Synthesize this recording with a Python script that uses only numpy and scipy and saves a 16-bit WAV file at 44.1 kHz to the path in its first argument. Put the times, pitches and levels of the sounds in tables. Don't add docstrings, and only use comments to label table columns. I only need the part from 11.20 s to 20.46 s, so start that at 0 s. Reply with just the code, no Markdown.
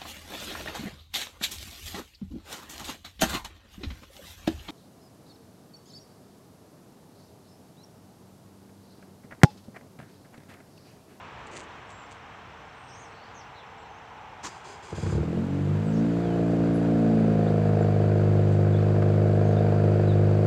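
import sys
import numpy as np
from scipy import signal
from scipy.fft import rfft, irfft
from scipy.io import wavfile

SR = 44100
rng = np.random.default_rng(int(sys.argv[2]) if len(sys.argv) > 2 else 0)


def transcribe(u):
    v = np.clip(np.atleast_2d(u).T, -1, 1)
    q = np.round(v * 32767).astype(np.int16)
    wavfile.write(sys.argv[1], SR, q)


N = 408366
TIME = np.arange(N) / SR
RUNNING_S = 3.893

# (time [s], strength [dB])
COUGHS = [(3.722, -7.5), (3.777, -4.5), (3.826, -3), (3.858, -1)]
# (time [s], firing rate [Hz])
FIRING_RATE = [(3.893, 35.06), (4.2, 45.19), (4.42, 48.53), (4.8, 56.3), (5.03, 58.37), (5.33, 56.91),
               (5.6, 56.93), (5.95, 55.21), (6.4, 52.65), (6.85, 51.3), (7.4, 50.55), (7.7, 51.02),
               (8.0, 51.11), (8.42, 51.81), (8.93, 50.51), (9.26, 51.38)]
# (time [s], load above idle [dB])
ENGINE_LOAD = [(3.9, -16.5), (4.15, -14), (4.5, -13.5), (4.75, -8), (5.2, 0), (5.55, -0.5), (6.4, 3.5),
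               (6.9, 3), (7.45, 0.5), (8.4, 4.5), (8.95, 2), (9.26, 3.3)]


def exhaust(front_lag_s=0.0027, gulp_ends_s=4.02, gulp_fade_s=0.055):
    load_db, = in_time(ENGINE_LOAD)
    gulp = np.exp(-np.maximum(TIME - gulp_ends_s, 0) / gulp_fade_s)
    times, slug_db, front_db = firings()
    slugs, fronts = clicks(times, slug_db), clicks(times + front_lag_s, front_db)
    puffs = gas_puffs(times, front_db)
    # (sound, level at idle [dB], growth [dB per dB of load], lift from the gulp [dB])
    parts = [(silencer_drone(slugs), -25.1, .6, 10),
             (pipe_boom(slugs, gulp), -24, .2, 1.5),
             (pipe_bark(fronts, puffs, gulp, load_db), -29.5, .56, 8),
             (gas_rasp(puffs), -46.5, .5, 7.5)]
    return sum(from_db(db + growth * load_db + gulp_db * gulp) * x / x[TIME > RUNNING_S].std()
               for x, db, growth, gulp_db in parts)


def firings(jitter_s=.000025, slug_scatter_db=0.57, front_scatter_db=1.11, ragged_fade_s=0.49):
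    # (slug strength [dB], front strength [dB], lateness [s])
    cylinders = [(-0.25, -5.5, -.0012), (-0.5, 0.5, -.0014), (-0.83, -4.5, -.0012), (0, 0.5, -.0014)]
    count = np.cumsum(in_time(FIRING_RATE)[0] * (TIME > RUNNING_S)) / SR
    beats = np.interp(np.arange(int(count[-1]) + 1) + 1e-6, count, TIME)
    slug_db, front_db, late_s = np.array(cylinders)[np.arange(len(beats)) % len(cylinders)].T
    cough_s, cough_db = np.transpose(COUGHS)
    times = np.r_[cough_s, beats + late_s]
    ragged = 1 + 3.6 * np.exp(-np.maximum(times - RUNNING_S, 0) / ragged_fade_s)
    load_db = np.interp(beats, *np.transpose(ENGINE_LOAD))
    unequal = np.interp(load_db, [-20, 7], [.25, 1])
    chance = rng.standard_normal((len(times), 3)).T * ragged
    slug_db = np.r_[cough_db, slug_db] + slug_scatter_db * chance[1]
    front_db = np.r_[cough_db, front_db * unequal] + front_scatter_db * chance[2]
    return times + jitter_s * chance[0], slug_db, front_db


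def silencer_drone(slugs):
    # (frequency [Hz], width [Hz], relative gain [dB], polarity)
    modes = [(52, 11, -34, -1), (70.2, 7.2, 4.5, -1), (98.7, 4.7, 12.5, 1)]
    return cut(cut(ring(slugs, modes), 63, "high"), 760, "low")


def pipe_boom(slugs, gulp):
    # (frequency [Hz], width [Hz], relative gain [dB], polarity)
    modes = [(148.94, 6.7, 4.5, -1), (160.8, 21.7, 3, -1), (222.66, 6.3, 6.5, 1), (281.7, 9.7, 3, 1)]
    return cut(ring(slugs, modes, db_per_octave=-11 * gulp), 700, "low")


def pipe_bark(fronts, puffs, gulp, load_db):
    # (frequency [Hz], width [Hz], relative gain [dB], polarity)
    modes = [(335.5, 24.4, 1.5, -1), (359.6, 7.2, -2.5, 1), (398, 6, -15.5, -1), (444.6, 11, -8.5, 1),
             (470.8, 41.7, -2.5, 1), (504.5, 8.1, -11, 1), (538.7, 16, -5.5, 1), (611.3, 15, -8.5, 1),
             (636.6, 10, -9.5, -1), (701.8, 16, -5.5, -1), (725, 16, -10.5, -1), (807, 6, -14, 1)]
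    churn = from_db(-14 + 7 * gulp) * puffs * rng.standard_normal(N)
    edge = .4 * load_db - 2 * gulp
    bark = -ring(rms_one(fronts) + churn, modes, db_per_octave=edge)
    return cut(cut(bark, 800, "low", order=10), 290, "high", order=4)


def gas_puffs(times, front_db, lag_s=0.002, decay_s=0.011, scatter_db=2.0):
    gusts = clicks(times + lag_s, 0.17 * front_db + scatter_db * rng.standard_normal(len(times)))
    fading = signal.lfilter([1], [1, -np.exp(-1 / (decay_s * SR))], gusts)
    return rms_one(cut(fading, 260, "low"))


def gas_rasp(puffs):
    # (frequency [Hz], relative density [dB])
    spectrum = [(400, -38.5), (800, 5.5), (1100, -2.5), (1400, 1.5), (1650, -0.5), (1950, -11.5),
                (2500, -9.5), (3200, -33), (4700, -15), (6000, -47)]
    flow = np.interp(TIME, [COUGHS[0][0], 4.4], [0, .7])
    return (puffs + flow) * noise(spectrum)


def fuel_pops(attack_s=0.0011):
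    # (time [s], level [dB], decay [s])
    pops = [(3.864, -34.5, 0.0049), (7.821, -34, 0.01)]
    return sum(from_db(db) * swell(s, attack_s, 0, decay) for s, db, decay in pops) * tone(1100, 750)


def starter(mesh_hz=1240, clatter_db=-2, housing_db=-6, groan_db=-3, clash_s=3.228, clash_db=-36.5):
    # (frequency [Hz], width [Hz], relative gain [dB])
    modes = [(3330, 110, 14), (4940, 60, 11), (6400, 370, 4), (7130, 98, 12), (8230, 110, -8),
             (8300, 58, -14)]
    # (frequency [Hz], relative density [dB])
    clatter_spectrum = [(710, -32), (1200, -15), (1570, 16), (1780, -18), (2340, 8), (3450, -9), (3870, 2),
                        (4870, 4), (5600, -3), (6190, 3), (8600, -3.5), (11200, -38), (18900, -120)]
    # (frequency [Hz], relative density [dB])
    clash_spectrum = [(60, -18), (130, -3), (430, -6), (600, -15), (1000, -1), (1500, -8), (3700, -14),
                      (7200, -8), (8700, -22), (11000, -37), (15500, -42)]
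    # (time [s], level [dB])
    compressions = [(3.27, -55.5), (3.436, -52), (3.619, -52.5), (3.741, -48.5), (3.84, -49.5)]
    teeth_passed = np.floor(np.cumsum(mesh_hz * (1 + 0.033 * drift(25))) / SR)
    knocks = np.diff(teeth_passed, prepend=0) * (1 + 2 * rng.standard_normal(N))
    ringing = sum(from_db(db) * resonate(knocks, hz, width) for hz, width, db in modes)
    housing = rms_one(cut(ringing, 12000, "low", order=4))
    clatter = colour(grains(per_s=11000, spread_db=1.5), clatter_spectrum)
    groan = tone(383, 90) + tone(970, 210)
    whirr = from_db(clatter_db) * clatter + from_db(housing_db) * housing + from_db(groan_db) * groan
    efforts = [from_db(db) * swell(s, attack_s=.014, hold_s=.077, decay_s=.058)
               for s, db in compressions]
    clash = swell(clash_s, attack_s=.019, hold_s=.022, decay_s=.016) * noise(clash_spectrum)
    return np.max(efforts, axis=0) * whirr + from_db(clash_db) * clash


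def engine_bay(onset_s=0.11, idle_db=-54, idle_hz=51.3, db_per_octave=5):
    # (frequency [Hz], relative density [dB])
    spectrum = [(1700, -2), (3000, -8), (3900, -7), (4300, -9.5), (4700, -10), (5400, -15.5), (6500, -13.5),
                (7250, -11.5), (8400, -17), (9300, -25), (10200, -22.5), (11500, -29), (13200, -26),
                (15500, -42)]
    running = np.clip((TIME - COUGHS[0][0]) / onset_s, 0, 1)
    level_db = idle_db + db_per_octave * np.log2(in_time(FIRING_RATE)[0] / idle_hz)
    return running * from_db(level_db) * colour(grains(per_s=9000, spread_db=3.5), spectrum)


def shoe_on_gravel(thud_s=.37, thud_db=-46):
    # (time [s], level [dB], rise and fall time [s])
    scuffs = [(0.274, -54, .006), (0.332, -49.5, 0.011), (0.367, -43, 0.014), (0.403, -52, 0.013),
              (.44, -56, 0.011), (0.707, -52, 0.015), (0.926, -54.5, 0.021), (7.333, -54.5, 0.018)]
    # (frequency [Hz], relative density [dB])
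    spectrum = [(1180, -22), (2000, 2.5), (4110, -7), (4500, -5), (5440, -14), (5960, -4), (7940, -4),
                (8600, -12), (11200, -28), (18900, -120)]
    press = sum(from_db(db) * np.exp(-np.abs(TIME - s) / fall) for s, db, fall in scuffs)
    ground = rms_one(resonate(rng.standard_normal(N), 350, 250))
    thud = from_db(thud_db) * np.exp(-np.abs(TIME - thud_s) / 0.11) * ground
    return press * colour(grains(per_s=1900, spread_db=7), spectrum) + cut(thud, 940, "low")


def birds(echo_db=-6, echo_decay_s=0.038):
    # (time [s], length [s], start [Hz], middle [Hz], end [Hz], buzz [share of pitch], level [dB])
    notes = [(0.68, 0.19, 7750, 7400, 7330, 0.021, -65), (1.52, 0.46, 8130, 8250, 7800, 0.01, -71),
             (1.677, 0.096, 5800, 5620, 5960, 0.07, -57.5), (1.74, 0.14, 6170, 6580, 5100, 0.04, -58.5),
             (1.883, 0.24, 4050, 4400, 4940, 0.059, -65), (2.143, 0.087, 6740, 5780, 5050, 0.06, -56.5),
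             (2.348, 0.081, 4200, 3780, 3380, 0.04, -57), (2.574, 0.068, 7600, 7550, 7400, 0.02, -69),
             (2.6, 0.09, 3950, 4000, 3700, 0.04, -68), (2.676, 0.13, 6200, 6240, 6840, 0.015, -72),
             (4.648, 0.07, 8400, 7800, 7550, 0.022, -63), (4.722, 0.088, 6450, 6050, 5350, 0.13, -59),
             (5.016, 0.17, 3600, 3080, 2860, 0.016, -57.5),
             (5.536, 0.052, 10100, 10260, 10300, 0.0034, -63), (6.27, 0.023, 3260, 3700, 4220, 0.031, -53),
             (6.614, 0.029, 7300, 7300, 7250, 0.012, -61.5), (7.53, 0.051, 3830, 3360, 4220, 0.006, -53),
             (8.214, 0.15, 6500, 6500, 6660, 0.015, -66), (8.362, 0.034, 4120, 3560, 4000, 0.015, -53.5),
             (8.868, 0.068, 4070, 3780, 3290, 0.02, -52.5)]
    song, buzz = np.zeros(N), drift(380)
    for s, length, start_hz, middle_hz, end_hz, depth, db in notes:
        at = np.flatnonzero((TIME >= s) & (TIME < s + length))
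        progress = np.linspace(0, 1, len(at))
        glide = np.polyfit([0, .5, 1], [start_hz, middle_hz, end_hz], 2)
        hz = np.polyval(glide, progress) * (1 + depth * buzz[at])
        arch = np.sqrt(2 * np.abs(np.sin(np.pi * progress)))
        song[at] += from_db(db) * arch * np.sin(2 * np.pi * np.cumsum(hz) / SR)
    walls = rng.standard_normal(SR // 2) * np.exp(-TIME[:SR // 2] / echo_decay_s)
    return song + from_db(echo_db) * signal.fftconvolve(song, walls / np.linalg.norm(walls))[:N]


def far_traffic(waver_db=.5, hum_db=-61, pass_s=3.16, pass_db=-49.5, pass_width_s=.8):
    # (time [s], level [dB])
    levels = [(0, -44.5), (1.6, -47.5), (3.2, -47.5)]
    # (frequency [Hz], relative density [dB])
    spectrum = [(21, -50), (35, -9.5), (96, -3.5), (242, -11), (266, -12), (312, -12), (421, -13.5),
                (987, -6.5), (2980, -18), (4840, -33), (7660, -37.5), (8600, -45.5), (11200, -62.5),
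                (18900, -120)]
    road_db = in_time(levels)[0] + waver_db * drift(9)
    road = from_db(road_db) * cut(noise(spectrum), 54, "high", order=3)
    nearness = 1 / np.hypot(1, (TIME - pass_s) / pass_width_s)
    return road + from_db(pass_db) * nearness * tone(822, 240) + from_db(hum_db) * tone(452, 38)


def crickets(near_db=-76, far_db=-77, stroke_hz=25.6):
    strokes = rms_one(1 + np.sin(2 * np.pi * stroke_hz * TIME))
    return from_db(near_db) * strokes * tone(5380, 210) + from_db(far_db) * tone(5970, 92)


def from_db(db):
    return 10 ** (np.asarray(db) / 20)


def rms_one(x):
    return x / np.sqrt(np.mean(x ** 2) + 1e-20)


def in_time(rows):
    s, *columns = np.transpose(rows)
    return [np.interp(TIME, s, c) for c in columns]


def drift(per_s):
    knots = np.arange(0, TIME[-1] + 1, 1 / per_s)
    return np.interp(TIME, knots, rng.standard_normal(4096)[:len(knots)])


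def swell(start_s, attack_s, hold_s, decay_s):
    age = TIME - start_s
    return np.clip(age / attack_s, 0, 1) * np.exp(-np.maximum(age - attack_s - hold_s, 0) / decay_s)


def clicks(times, db):
    out = np.zeros(N + 1)
    out[np.minimum((times * SR).astype(int), N)] = from_db(db)
    return out[:N]


def grains(per_s, spread_db):
    hits = rng.random(N) < per_s / SR
    return hits * from_db(spread_db * rng.standard_normal(N)) * rng.choice([-1, 1], N)


def colour(x, spectrum):
    hz, db = np.transpose(spectrum)
    bins = np.maximum(np.fft.rfftfreq(N, 1 / SR), 1)
    gain = from_db(np.interp(np.log(bins), np.log(hz), db))
    return rms_one(irfft(rfft(x) * gain, N))


def noise(spectrum):
    return colour(rng.standard_normal(N), spectrum)


def tone(hz, width):
    return rms_one(resonate(resonate(rng.standard_normal(N), hz, width), hz, width))


def resonate(x, hz, width):
    r = np.exp(-np.pi * width / SR)
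    feedback = [1, -2 * r * np.cos(2 * np.pi * hz / SR), r * r]
    return signal.lfilter(np.array([1, 0, -1]) * (1 - r * r) / 2, feedback, x + 1e-18)


def ring(x, modes, db_per_octave=0):
    return sum(sign * from_db(db + db_per_octave * np.log2(hz / modes[0][0])) * resonate(x, hz, width)
               for hz, width, db, sign in modes)


def cut(x, hz, kind, order=2):
    return signal.sosfilt(signal.butter(order, hz, kind, fs=SR, output="sos"), x)


def scene():
    car = exhaust() + fuel_pops() + engine_bay() + starter()
    return (car + shoe_on_gravel() + birds() + crickets() + far_traffic())[None]


def record(dry, hiss_db=-80, cutoff_hz=15700):
    heard = dry + from_db(hiss_db) * rng.standard_normal(N)
    return signal.sosfilt(signal.ellip(10, .1, 80, cutoff_hz, fs=SR, output="sos"), heard)


dry = scene()
out = record(dry)
transcribe(out)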